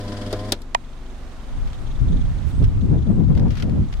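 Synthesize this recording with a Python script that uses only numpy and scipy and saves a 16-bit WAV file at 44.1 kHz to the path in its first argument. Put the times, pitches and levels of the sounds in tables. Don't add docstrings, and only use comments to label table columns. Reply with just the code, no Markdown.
import sys
import numpy as np
from scipy import signal
from scipy.fft import rfft, irfft, next_fast_len
from scipy.io import wavfile
from scipy.ndimage import uniform_filter1d, map_coordinates

SR = 44100
rng = np.random.default_rng(int(sys.argv[2]) if len(sys.argv) > 2 else 0)


def master(y):
    cut = np.clip(np.atleast_2d(y).T, -1, 1)
    pcm = np.round(cut * 32767)
    wavfile.write(sys.argv[1], SR, pcm.astype(np.int16))


N = 176400

# time in seconds, relative level in dB.
AMBIENT_DRIFT = [(0.8, -57.5), (1.0, -56), (1.16, -54.5), (1.73, -53), (2.08, -53.5), (2.44, -52.5),
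                 (2.71, -55), (3.22, -57.5), (4.0, -54.5)]


def amp(db):
    return 10 ** (np.asarray(db) / 20)


def unit(x):
    return x / np.sqrt(np.mean(x ** 2) + 1e-20)


def clock():
    return np.arange(N) / SR


def along(points, hz):
    f, v = np.transpose(points)
    return np.interp(np.log(hz + 1), np.log(f + 1), v)


def curve(points):
    return np.interp(clock(), *np.transpose(points))


def wobble(rate):
    return map_coordinates(rng.standard_normal(256), [clock() * rate], mode="wrap")


def bell(s, width):
    return np.exp(-.5 * ((clock() - s) / width) ** 2)


def burst(s, t60, attack):
    t = np.maximum(clock() - s, 0)
    return (1 - np.exp(-t / attack)) * amp(-60 * t / t60)


def filtered(x, response):
    m = next_fast_len(N + SR // 2)
    return irfft(rfft(x, m) * response(np.fft.rfftfreq(m, 1 / SR)), m)[..., :N]


def noise(colour, correlation=0):
    def response(hz):
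        alike = along(correlation, hz) if np.ndim(correlation) else np.full_like(hz, correlation)
        angle = np.arccos(np.clip(alike, -1, 1)) / 2
        return amp(along(colour, hz)) * [np.cos(angle), np.sin(angle)]

    mid, side = filtered(rng.standard_normal((2, N)), response)
    return unit(np.array([mid + side, mid - side]))


def pan(left_db):
    return amp([[left_db / 2], [-left_db / 2]])


def placed(x, balance):
    return filtered(x, lambda hz: amp(along(balance, hz) * np.array([[.5], [-.5]])))


def harmonics(cycles, levels, waver_db):
    tone = np.zeros(N)
    for k, db in levels:
        peak = np.sqrt(2) * amp(db + waver_db * min(1, k / 3) * wobble(7.4))
        tone += peak * np.sin(2 * np.pi * (round(k) * cycles + rng.random()))
    return tone


def outdoors():
    # frequency in Hz, relative level in dB.
    colour = [(24, -10), (46, -5.5), (91, -32), (124, -23), (151, -21), (237, -22.5), (467, -28),
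              (715, -28.5), (1300, -31.5), (1550, -35), (8340, -50.5), (16000, -65.5)]
    # frequency in Hz, correlation.
    correlation = [(60, 0.25), (180, 1), (550, 0.84), (1650, 0.34), (4970, 0.22), (15000, 0.044)]
    # frequency in Hz, left minus right in dB.
    balance = [(60, 3), (180, -3), (550, -1.5), (1650, -2.5), (4970, -5.5), (15000, 0)]
    level_db = curve(AMBIENT_DRIFT) + 15.5 + 0.13 * wobble(3.9)
    return amp(level_db) * placed(noise(colour, correlation), balance)


def trills():
    # centre in seconds, pitch in Hz, level in dB.
    calls = [(0.591, 8600, -68), (.81, 8600, -72), (.92, 7760, -69), (1.57, 8500, -72), (1.83, 8590, -66),
             (2.08, 8595, -67), (2.22, 8000, -69), (2.35, 8570, -70), (2.55, 7900, -62),
             (2.589, 8500, -59.5), (2.861, 8400, -68), (3.13, 8000, -63.5)]
    rate_hz, sweep_hz, jitter_hz = 61, 170, 900
    out = np.zeros((2, N))
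    for s, hz, db in calls:
        cycle = 2 * np.pi * rate_hz * (clock() - s)
        pulses = amp(db) * bell(s, width=.036) * (1 + np.cos(cycle))
        pitch = hz - sweep_hz * np.sin(cycle) + jitter_hz * rng.standard_normal((2, N))
        out += pulses * np.sin(2 * np.pi * np.cumsum(pitch, axis=1) / SR)
    return out


def handling():
    # start in seconds, level in dB, 60 dB decay time in seconds.
    contacts = [(1.673, -42.5, 0.082), (1.731, -37, 0.027), (2.627, -36, 0.016), (2.641, -34, 0.047),
                (3.351, -36.5, 0.024), (3.375, -39, 0.065), (3.396, -33.5, 0.02), (3.481, -44, 0.05),
                (3.505, -39.5, 0.2), (3.553, -40, 0.065), (3.569, -38.5, 0.19), (3.599, -37.5, 0.067),
                (3.623, -30, 0.051), (3.695, -42, 0.031), (3.926, -35.5, 0.038), (3.937, -36, 0.028)]
    # frequency in Hz, relative level in dB.
    colour = [(800, -13), (1350, 4.5), (3200, 1), (5500, -5), (8000, -16.5), (12000, -20), (16000, -39)]
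    scuffs = sum(amp(db) * burst(s, t60, attack=0.00048) for s, db, t60 in contacts)
    roughness = unit(uniform_filter1d(rng.standard_normal(N), size=40))
    grain = unit(amp(2 * roughness))
    brush = amp(-49) * bell(2.495, width=.022) * noise([(1500, 12), (5000, 1), (11000, 0), (16000, -8)])
    return scuffs * grain * noise(colour) * pan(left_db=4) + brush


def wind():
    # time in seconds, relative level in dB.
    swell_levels = [(1.4, -23), (1.65, -20), (1.74, -27.5), (2.25, -16.5), (2.5, -33), (2.64, -8.5),
                    (2.73, -26.5), (3.88, -26.5), (4.0, -17.5)]
    gust_levels = [(1.48, -60), (1.57, -35), (1.74, -38), (1.98, -32.5), (2.01, -18.5), (2.25, -21.5),
                   (2.38, -27), (2.55, -22.5), (2.63, -15.5), (2.69, -17.5), (3.04, -19.5), (3.07, -19.5),
                   (3.46, -15), (3.58, -26), (3.7, -24.5), (3.82, -15), (3.9, -30), (4.0, -38)]
    # centre and width in seconds, flutter and tearing levels in dB.
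    buffets = [(1.84, 0.02, -34.5, -64), (2.127, 0.037, -24, -41), (2.623, 0.01, -17.5, -30.5),
               (2.85, 0.027, -22, -49), (2.912, 0.0045, -22, -39), (2.945, 0.03, -15.5, -31),
               (3.07, 0.0037, -22, -41), (3.101, 0.02, -20, -28.5), (3.198, 0.048, -18, -35),
               (3.314, 0.015, -14, -27), (3.376, 0.018, -20.5, -33.5), (3.452, 0.038, -18.5, -24.5),
               (3.67, 0.049, -23, -34), (3.777, 0.049, -21, -37.5)]
    # frequency in Hz, relative level in dB.
    swell_colour = [(12, -30), (22, 1.5), (50, -0.5), (75, -16), (130, -15), (400, -83)]
    rumble_colour = [(20, -21), (40, -4.5), (62, 1), (110, -1.5), (200, -15), (300, -23), (500, -42),
                     (1000, -65), (3000, -99)]
    flutter_colour = [(50, -20), (100, -2), (145, 2.5), (210, 1), (300, -9), (450, -22), (1400, -51),
                      (4000, -110)]
    tearing_colour = [(150, -5.5), (370, 1.5), (600, -7), (1300, -25), (3000, -43.5), (8000, -63),
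                      (16000, -100)]
    # time in seconds, left minus right in dB.
    balance = [(1.5, 1.5), (1.95, 3.5), (2.02, 8), (2.1, -3.5), (2.27, 0), (2.45, -13), (2.7, 1), (3.2, 7),
               (3.7, 1)]
    swell = noise(swell_colour, correlation=0.05) * amp(curve(swell_levels) - 2)
    rumble = noise(rumble_colour, correlation=0.13) * amp(curve(gust_levels))
    flutter = noise(flutter_colour, correlation=0.063)
    flutter *= sum(amp(db) * bell(s, width) for s, width, db, _ in buffets)
    tearing = noise(tearing_colour, correlation=0.14)
    tearing *= sum(amp(db) * bell(s, width) for s, width, _, db in buffets)
    lumps = unit(amp(4 * np.array([wobble(45), wobble(45)])))
    onset = np.clip((clock() - 1.42) / 0.15, 0, 1)
    left_db = curve(balance)
    return onset * (swell + rumble + flutter + tearing * lumps) * amp([left_db / 2, -left_db / 2])


def firings():
    # time in seconds, firings per second.
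    idle_rate = [(0, 20.3), (.5, 24.7), (.75, 23), (1.2, 23.5), (4, 23.2)]
    return np.cumsum(curve(idle_rate)) / SR


def engine():
    # multiple of the firing rate, level in dB.
    orders = [(1, -34.5), (2, -44.5), (3, -47.5), (5, -52), (9, -60.5), (10, -53), (11, -52.5), (16, -63.5)]
    # frequency in Hz, relative level in dB.
    tick_colour = [(2400, -36), (3100, 0), (3600, 2), (4200, -5.5), (4900, -21), (5700, -21), (6400, -3.5),
                   (7200, -27), (12000, -39)]
    tick_db, sharpness = -62, 1.5
    cycles = firings()
    drift_db = curve(AMBIENT_DRIFT)
    pulses = np.exp(sharpness * np.cos(2 * np.pi * (cycles + 0.52)))
    uneven_pulses = unit(pulses * amp(4.3 * wobble(22)))
    ticks = amp(tick_db + drift_db - drift_db.mean()) * uneven_pulses * noise(tick_colour)
    throb = harmonics(cycles, orders, waver_db=3)
    return throb * pan(left_db=2) + ticks * pan(left_db=-6)


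def knock():
    # frequency in Hz, left and right relative levels in dB, 60 dB decay time in seconds.
    modes = [(717, -7.5, -4.5, 0.017), (948, -7, -3, 0.032), (1035, -8.5, -0.5, 0.014),
             (1880, -11.5, -7, 0.016), (2160, -19, -14.5, 0.014), (2410, -28, -16, 0.026),
             (3100, -16, 0.5, 0.0032), (4330, -42, -20.5, 0.014), (4970, -35, -18, 0.0047),
             (6460, -29, -13, 0.0051), (9070, -23, -24, 0.0043)]
    # frequency in Hz, relative level in dB.
    tick_colour = [(300, -12), (1000, -14), (5000, 7), (9500, 1), (13000, -24)]
    knock_s, tick_lead_s, left_lag_s = .7484, 0.0023, 0.00039
    ringing = np.zeros((2, N))
    for side, start in enumerate([knock_s + left_lag_s, knock_s]):
        for k, (hz, *levels, t60) in enumerate(modes):
            envelope = amp(levels[side]) * burst(start, t60, attack=.0001)
            ringing[side] += (-1) ** k * envelope * np.sin(2 * np.pi * hz * (clock() - start))
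    body = signal.sosfilt(signal.butter(3, 520, "highpass", fs=SR, output="sos"), ringing)
    tick = amp(-25.5) * burst(knock_s - tick_lead_s, t60=0.02, attack=0.00042) * noise(tick_colour)
    return body + tick * pan(left_db=-6)


def snaps():
    # start in seconds, crack and thud levels in dB, 60 dB decay time of the thud in seconds.
    stops = [(0.3271, -24, -19.5, 0.11), (0.5208, -6, -17, 0.06), (0.618, -36.5, -48.5, .05)]
    # frequency in Hz, relative level in dB.
    crack_colour = [(700, -40), (1600, -32), (2900, -25), (3650, -1.5), (5200, -4.5), (6200, -13),
                    (7700, -8), (9500, -16), (11200, -8.5), (13000, -27), (15000, -16), (16500, -34.5)]
    rattle_colour = [(1000, -13), (2500, -0.5), (3800, 5), (12000, -25.5)]
    panel_colour = [(100, -24), (310, 6.5), (680, -1), (950, -13.5), (1400, -8.5), (3500, -39),
                    (9000, -65)]
    # frequency in Hz, left minus right in dB.
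    balance = [(1300, 1), (2400, -5), (4400, 6.5), (8000, 3), (15000, -0.5)]
    crack = sum(amp(db) * burst(s, t60=0.02, attack=0.0009) for s, db, _, _ in stops)
    rattle = sum(amp(db - 12.5) * burst(s, t60=0.061, attack=0.0014) for s, db, _, _ in stops)
    thud = sum(amp(db) * burst(s, t60, attack=0.0025) for s, _, db, t60 in stops)
    bright = crack * noise(crack_colour) + rattle * noise(rattle_colour)
    return placed(bright, balance) + thud * noise(panel_colour, correlation=0.98)


def window_lift():
    # time in seconds, pitch in Hz.
    pitch = [(0.0, 100.2), (0.324, 100.8), (0.448, 104.2), (0.492, 105.1), (0.52, 96.7)]
    # multiple of the pitch, level in dB.
    orders = [(1, -32.5), (2, -41.5), (3, -46), (4, -47), (5, -43), (6, -44), (7, -48.5), (10, -52.5)]
    # start in seconds, level in dB.
    contacts = [(.006, -37), (0.077, -32), (0.119, -30.5), (0.167, -31), (0.212, -30.5), (0.261, -31.5),
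                (.306, -33.5), (0.328, -27.5), (0.391, -32.5), (.447, -38.5), (.486, -35)]
    # frequency in Hz, relative level in dB.
    gear_colour = [(76, -53), (130, -12), (210, 8), (350, 1), (440, -10), (560, -5.5), (650, -6.5),
                   (1500, -31), (1950, -45), (3300, -120)]
    slide_colour = [(590, -31), (1000, -0.5), (1080, -6.5), (1850, -6), (2560, -14.5), (3460, -9.5),
                    (4900, -13), (6470, -20), (9380, -22), (16000, -38)]
    chatter_colour = [(800, 3.5), (1800, 4), (2400, -5), (3450, 7), (3800, -7), (4900, 6), (5900, -6.5),
                      (9200, -12), (9650, -5.5), (10200, -43), (16000, -36.5)]
    stop_s, fall_db_per_s, shake_depth = 0.521, 235, 0.15
    turns = np.cumsum(curve(pitch) * (1 + 0.0024 * wobble(31))) / SR
    running = amp(-fall_db_per_s * np.maximum(clock() - stop_s, 0))
    shake = 1 + shake_depth * np.cos(2 * np.pi * firings())
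    shaft_pulse = 1 + 0.42 * np.cos(2 * np.pi * turns)
    gears = amp(-36.5) * shaft_pulse * noise(gear_colour, [(300, 0.99), (650, 0.75), (1400, 0.35)])
    slide = amp(-44.5) * noise(slide_colour, correlation=[(1400, 0.53), (3000, 0)])
    impacts = sum(amp(db) * burst(s, t60=0.064, attack=0.0033) for s, db in contacts)
    chatter = impacts * noise(chatter_colour)
    hum = harmonics(turns, orders, waver_db=-1.8) * amp(0.94 * wobble(40.5))
    return running * shake * (hum + gears + slide) * pan(left_db=1.05) + chatter * pan(left_db=4)


def scene():
    return engine() + window_lift() + snaps() + knock() + outdoors() + trills() + wind() + handling()


def record(dry):
    return filtered(np.clip(dry, -1, 1), lambda hz: hz < 16000)


dry = scene()
out = record(dry)
master(out)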